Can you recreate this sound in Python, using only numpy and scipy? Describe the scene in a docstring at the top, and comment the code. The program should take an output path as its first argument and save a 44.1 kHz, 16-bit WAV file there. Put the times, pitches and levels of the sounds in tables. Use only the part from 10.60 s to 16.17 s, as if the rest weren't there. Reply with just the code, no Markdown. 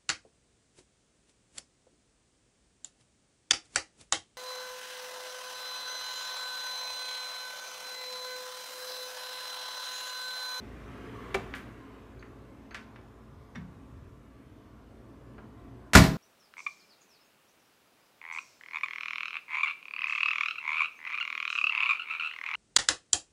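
"""An appliance door, probably a microwave's, slams close by in a bare kitchen: its latch hooks touch, the
impact sets the steel case booming in its modes, the hard room reverberates and the microphone overloads.
Before the slam a freezer fan blows (turbulent noise), a door shelf is knocked, plastic parts click and
steps thud in the floor (damped free vibrations). A compressor hums throughout (forced vibration)."""
import sys
import numpy as np
from scipy import signal
from scipy.fft import rfft, irfft
from scipy.io import wavfile
from scipy.ndimage import uniform_filter1d

SR = 44100
rng = np.random.default_rng(int(sys.argv[2]) if len(sys.argv) > 2 else 0)


def generate_wav(signal):
    """Clip the signal to [-1, 1] and save it as 16-bit WAV at the path in sys.argv[1]."""
    frames = np.transpose(np.atleast_2d(signal))
    scaled = np.clip(frames, -1, 1) * 32767
    pcm = np.round(scaled).astype(np.int16)
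    wavfile.write(sys.argv[1], SR, pcm)


N = 245637

# reverberation time of the kitchen: (frequency [Hz], t60 [s])
KITCHEN_T60 = [(80, 1), (250, 0.64), (700, 0.47), (2000, 0.31), (5000, 0.35), (9000, 0.25), (15000, 0.4)]
# compressor rumble and room tone: (frequency [Hz], relative spectral density [dB])
ROOM_TONE_SPECTRUM = [(15, -51), (25, -21), (35, -24), (48, -4.5), (86, -5), (122, -2), (148, -13),
                      (267, -6.5), (457, -18), (666, -18.5), (762, -23), (1050, -19.5), (1240, -25),
                      (2170, -35.5), (15500, -52)]
# nearness of the compressor: (time [s], gain [dB])
COMPRESSOR_NEARNESS = [(0, 3.5), (.6, 6), (1.3, 2), (3.9, -3.5), (5.1, 2.5)]
# hum of the compressor and the panels it shakes: (frequency [Hz], level [dB], waver [0-1])
HUM_LINES = [(56.5, -59, 0.26), (117.6, -62, 0.37), (219.4, -64.5, 0.87), (268.8, -62.5, 0.46),
             (305.4, -69, 0.95), (374, -68.5, 0.56), (430, -67, 0.67), (486, -74, 0.65), (543, -73, .5),
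             (650, -74.5, 0.06), (707, -73, 0.54), (1044, -74.5, 0.98), (1150, -74, 0.95)]
# air from the freezer fan: (frequency [Hz], relative spectral density [dB])
FAN_SPECTRUM = [(30, -4), (55, 4.5), (90, -11), (135, 8.5), (240, 13.5), (330, 6.5), (435, 9), (520, -2),
                (750, -5), (1200, 3), (2300, -4), (3300, -11.5), (4700, -20.5), (6500, -23), (15000, -32.5)]
# footfalls: (time [s], gain [dB], pitch factor [ratio])
STEPS = [(2.72, -8.5, 0.5), (2.959, 1, 0.97), (3.32, -5, 0.5), (3.419, -6.5, 0.51), (3.861, -12, 0.53)]
# modes of the floor: (base frequency [Hz], level [dB], t60 [s])
FLOOR_MODES = [(83, -48, 0.77), (156.8, -41, 0.63), (189, -39.5, 0.41), (237.5, -31.5, 0.12)]
# blows on a small hard catch: (time [s], gain [dB])
CATCH_BLOWS = [(1.594, -4.5), (2.109, -1.5)]
# modes of the catch: (frequency [Hz], level [dB], t60 [s])
CATCH_MODES = [(4150, -51, .025), (4520, -51, .03), (6370, -56, .025)]
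# modes of a plastic part: (frequency [Hz], level [dB], t60 [s])
PLASTIC_MODES = [(1725, -47, 0.14), (1835, -42.5, 0.081), (2176, -48, 0.12), (3580, -48.5, 0.056),
                 (5660, -49, .028)]
# light contacts on plastic: (time [s], level [dB], bass skirt [dB], treble edge [Hz], t60 [s])
CLICKS = [(.939, -28.5, -14, 4160, 0.021), (.950, -43.5, -4, 18000, 0.17), (1.626, -41.5, -25, 2500, 0.02),
          (2.109, -46, -4, 3000, 0.083), (2.1454, -34, -10, 7800, 0.057), (2.36, -46.5, -2, 4800, 0.043),
          (2.9504, -48.5, 0, 6000, 0.07), (2.9556, -39.5, -2.5, 6550, 0.029),
          (4.781, -45.5, 7.5, 4200, 0.056)]
# a sharp crack, then a deeper one as the shelf seats: (time [s], level [dB], resonance [Hz])
SHELF_CRACKS = [(.7439, -25.5, 2180), (.7473, -25.5, 807)]
# modes of the hollow door shelf: (frequency [Hz], level [dB], t60 [s])
SHELF_MODES = [(224.3, -38.5, 0.27), (379.6, -23, 0.19), (486, -36, 0.17), (696, -35, 0.18),
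               (990, -49, .13), (1200, -36, 0.19), (1540, -51, 0.12), (2315, -19.5, 0.028)]
# latch hooks, then slam and rattle: (time [s], level [dB])
DOOR_BLOWS = [(5.3339, -14.5), (5.3429, -15.5), (5.3515, -5.5), (5.3546, -1), (5.3576, -3), (5.3645, -17),
              (5.372, -7), (5.439, -23)]
# dense ring of the door's plastic and glass: (frequency [Hz], relative spectral density [dB])
DOOR_SPECTRUM = [(40, -11), (110, 5.5), (190, 10.5), (300, 2.5), (450, 0.5), (550, -4), (650, 5), (820, -2),
                 (1100, -2.5), (1400, 0), (2000, -1), (3100, -10), (4300, -10), (7000, -12.5),
                 (9500, -16.5), (15000, -27)]
# modes of the door and steel case: (frequency [Hz], level [dB], t60 [s])
CASE_MODES = [(46.2, -19, 0.33), (69.5, -6.5, 0.23), (83, -3, 0.14), (98.4, -6, 0.21), (126.3, -15, 0.56),
              (168.9, -11.5, .35), (183, -15.5, 0.42), (199.3, -11, 0.37), (240, -21.5, 0.45),
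              (272, -13, 0.33), (312, -24, .3), (348, -20.5, 0.29), (392, -21, 0.27), (642, -21.5, 0.23),
              (715, -25, 0.24), (1220, -23, 0.16), (1373, -20.5, 0.18), (1420, -0.5, 0.032),
              (1660, -24, 0.17), (1850, -29, 0.16), (2045, -25, 0.22), (2630, -25, 0.13), (4420, -27, .12),
              (5250, -17, 0.06), (6980, -23, 0.11)]


def amp(db):
    """Amplitude ratio of a level in decibels."""
    return 10 ** (np.asarray(db) / 20)


def unit(x):
    """Normalisation to rms 1."""
    return x / np.sqrt(np.mean(abs(x) ** 2) + 1e-20)


def read(points, hz):
    """Interpolation of (frequency [Hz], value) points on a log-frequency axis."""
    f, value = np.transpose(points)
    return np.interp(np.log(hz + 1), np.log(f + 1), value)


def add(mix, start_s, sound):
    """Superposition: a sound joins the mix at start_s."""
    part = mix[round(start_s * SR):][:len(sound)]
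    part += sound[:len(part)]


def decay(t, t60):
    """Exponential damping: the level falls 60 dB in t60 seconds."""
    return np.exp(-np.log(1000) * t / t60)


def noise(spectrum):
    """Spectral shaping: white noise filtered to a tabulated spectrum, at rms 1."""
    gain = amp(read(spectrum, np.fft.rfftfreq(N, 1 / SR)))
    return unit(irfft(rfft(rng.standard_normal(N)) * gain, N))


def burst(colour_db, t60):
    """Modal overlap: countless close modes struck at once merge into decaying, coloured noise."""
    t, hz = np.arange(SR // 5) / SR, np.fft.rfftfreq(SR // 5, 1 / SR)
    fade = decay(t, t60)
    spectrum = rfft(rng.standard_normal(len(t)) * fade)
    ripple = np.sqrt(uniform_filter1d(abs(spectrum) ** 2, size=40))
    cepstrum = irfft(np.log(amp(colour_db(hz)) / ripple))
    # minimum phase: nothing sounds before the blow
    causal_filter = np.exp(rfft(cepstrum * (1 + np.sign(np.fft.fftfreq(len(t))))))
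    return unit(irfft(spectrum * causal_filter)) * np.sqrt(np.mean(fade ** 2))


def ring(modes, attack_cycles, pitch=1):
    """Free vibration: each mode is a damped sinusoid that swells over its first cycles."""
    t = np.arange(SR) / SR
    return sum(amp(db) * decay(t, t60) * np.sin(2 * np.pi * hz * pitch * t)
               * (1 - np.exp(-t * hz / attack_cycles)) for hz, db, t60 in modes)


def click(resonance_hz, bass_db, treble_db, edge_hz, t60, width_octaves=0.67, fall_db_per_octave=4):
    """Impact excitation: a contact on plastic drives a broad resonance over bass and treble skirts."""
    def colour(hz):
        octaves = np.log2((hz + 1) / resonance_hz)
        resonance = np.exp(-(octaves / width_octaves) ** 2)
        skirt_db = np.where(octaves > 0, treble_db - fall_db_per_octave * octaves, bass_db)
        contact = 1 / (1 + (hz / edge_hz) ** 4)  # a softer contact excites less treble
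        return 20 * np.log10(contact * (resonance + amp(skirt_db)))
    return burst(colour, t60)


def kitchen(x, first_echo_s=0.00078, build_s=0.0015):
    """Reverberation: reflections build after the nearest wall answers; each band decays at its own rate."""
    t, hz = np.arange(SR) / SR, np.fft.rfftfreq(SR, 1 / SR)
    reflections = rfft(rng.standard_normal(SR) * (rng.random(SR) < .15))
    centres, t60s = np.transpose(KITCHEN_T60)
    tail = sum(irfft(reflections * read(np.c_[centres, band], hz), SR) * decay(t, t60)
               for band, t60 in zip(np.eye(len(centres)), t60s))
    tail *= 1 - np.exp(-np.maximum(t - first_echo_s, 0) / build_s)
    return signal.fftconvolve(x, tail / np.linalg.norm(tail))[:N]


def standing_waves(x, depth_db=2.5):
    """Interference: a steady sound shifts in colour as the microphone crosses the room's standing waves."""
    spectrogram = signal.stft(x, nperseg=2048)[2]
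    patches = uniform_filter1d(rng.standard_normal(spectrogram.shape), size=6, axis=0)
    patches = unit(uniform_filter1d(patches, size=9, axis=1))
    return unit(signal.istft(spectrogram * amp(depth_db * patches), nperseg=2048)[1][:N])


def compressor(waver_hz=5, tone_db=-53.5, hiss_from_hz=2500):
    """Forced vibration: wavering hum and rumble swell with nearness; the faint hiss stays steady."""
    t, hz = np.arange(N) / SR, np.fft.fftfreq(N, 1 / SR)
    white = rng.standard_normal(N) + 1j * rng.standard_normal(N)
    drift = unit(np.fft.ifft(np.fft.fft(white) / (1 + (hz / waver_hz) ** 2)))
    hum = np.zeros(N)
    for line_hz, db, waver in HUM_LINES:
        sway = np.sqrt(1 - waver ** 2) + waver * np.roll(drift, rng.integers(N))
        carrier = np.exp(2j * np.pi * (line_hz * t + rng.random()))
        hum += amp(db) * unit((sway * carrier).real)
    tone = amp(tone_db) * standing_waves(noise(ROOM_TONE_SPECTRUM))
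    rumble = signal.sosfiltfilt(signal.butter(2, hiss_from_hz, fs=SR, output="sos"), tone)
    hiss = tone - rumble
    nearness = amp(np.interp(t, *np.transpose(COMPRESSOR_NEARNESS)))
    return nearness * (hum + rumble) + hiss


def freezer_fan(closest_s=0.76, direct_db=-47, diffuse_db=-65.5, approach_s=0.43, leave_s=0.18):
    """Spherical spreading: the rush of air falls as 1/distance to the level of the diffuse field."""
    t = np.arange(N) / SR - closest_s
    distance = np.hypot(1, t / np.where(t < 0, approach_s, leave_s))  # 1 as the microphone passes
    level = np.hypot(amp(direct_db) / distance, amp(diffuse_db))
    return level * standing_waves(noise(FAN_SPECTRUM))


def footsteps(room_db=-12):
    """Structure-borne sound: each step booms softly in the low modes of the floor."""
    direct = np.zeros(N)
    for s, db, pitch in STEPS:
        add(direct, s, amp(db) * ring(FLOOR_MODES, attack_cycles=1.5, pitch=pitch))
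    return direct + amp(room_db) * kitchen(direct)


def catch_pings(room_db=-2):
    """Free vibration: a small hard catch has high, quickly damped modes."""
    direct = np.zeros(N)
    for s, db in CATCH_BLOWS:
        add(direct, s, amp(db) * ring(CATCH_MODES, attack_cycles=2.8))
    return direct + amp(room_db) * kitchen(direct)


def plastic_clicks(resonance_hz=1675, treble_db=-6.5, twang_s=2.9565, room_db=-2.5, twang_room_db=-12):
    """Resonance: light contacts share one broad peak; one leaves a plastic part twanging."""
    clicks, twang = np.zeros((2, N))
    for s, db, bass_db, edge_hz, t60 in CLICKS:
        add(clicks, s, amp(db) * click(resonance_hz, bass_db, treble_db, edge_hz, t60))
    add(twang, twang_s, ring(PLASTIC_MODES, attack_cycles=3))
    return clicks + twang + kitchen(amp(room_db) * clicks + amp(twang_room_db) * twang)


def shelf_knock(ring_s=.7445, crack_room_db=-7.5, body_room_db=-12):
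    """Impulse response: the hollow shelf cracks twice close by and rings on in its modes."""
    cracks, body = np.zeros((2, N))
    for s, db, resonance_hz in SHELF_CRACKS:
        add(cracks, s, amp(db) * click(resonance_hz, bass_db=-1, treble_db=-8.5, edge_hz=10000, t60=0.047))
    add(body, ring_s, ring(SHELF_MODES, attack_cycles=2.3))
    return cracks + body + kitchen(amp(crack_room_db) * cracks + amp(body_room_db) * body)


def door_slam(slam_s=5.3518, blows_db=-3, room_db=-3, case_room_db=-20, latch_bass_db=-15):
    """Impact excitation: latch and door strike in quick succession; the main blow sets the case booming."""
    blows, case = np.zeros((2, N))
    for s, db in DOOR_BLOWS:
        # a full blow (0 dB) is bright and short; lighter ones are duller and leave the parts free to ring
        tilt_db_per_octave = -0.33 + 0.08 * db
        t60 = 0.025 * 2 ** (-db / 14.5)
        bass_db = latch_bass_db * np.clip(-db / 12, 0, 1)  # light touches hardly move the heavy panel

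        def colour(hz):
            treble_db = tilt_db_per_octave * np.log2(np.maximum(hz / 1500, 1))
            return read(DOOR_SPECTRUM, hz) + treble_db + bass_db / (1 + (hz / 1000) ** 2)
        add(blows, s, amp(db + blows_db) * burst(colour, t60))
    add(case, slam_s, ring(CASE_MODES, attack_cycles=0.53))
    return blows + case + kitchen(amp(room_db) * blows + amp(case_room_db) * case)


def scene():
    """Superposition: the pressures of all sources add at one microphone."""
    impacts = door_slam() + shelf_knock() + plastic_clicks() + catch_pings() + footsteps()
    return (impacts + freezer_fan() + compressor())[None]


def record(dry, low_cut_hz=40, ceiling=.72, band_edge_hz=15500):
    """Saturation and band limiting: the microphone rounds the slam's peaks and loses both band ends."""
    x = signal.sosfilt(signal.butter(4, low_cut_hz, "highpass", fs=SR, output="sos"), dry)
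    saturated = x / (1 + (x / ceiling) ** 6) ** (1 / 6)
    lowpass = signal.firwin(511, band_edge_hz, window=("kaiser", 9), fs=SR)
    return signal.oaconvolve(saturated, lowpass[None], "same")


dry = scene()
out = record(dry)
generate_wav(out)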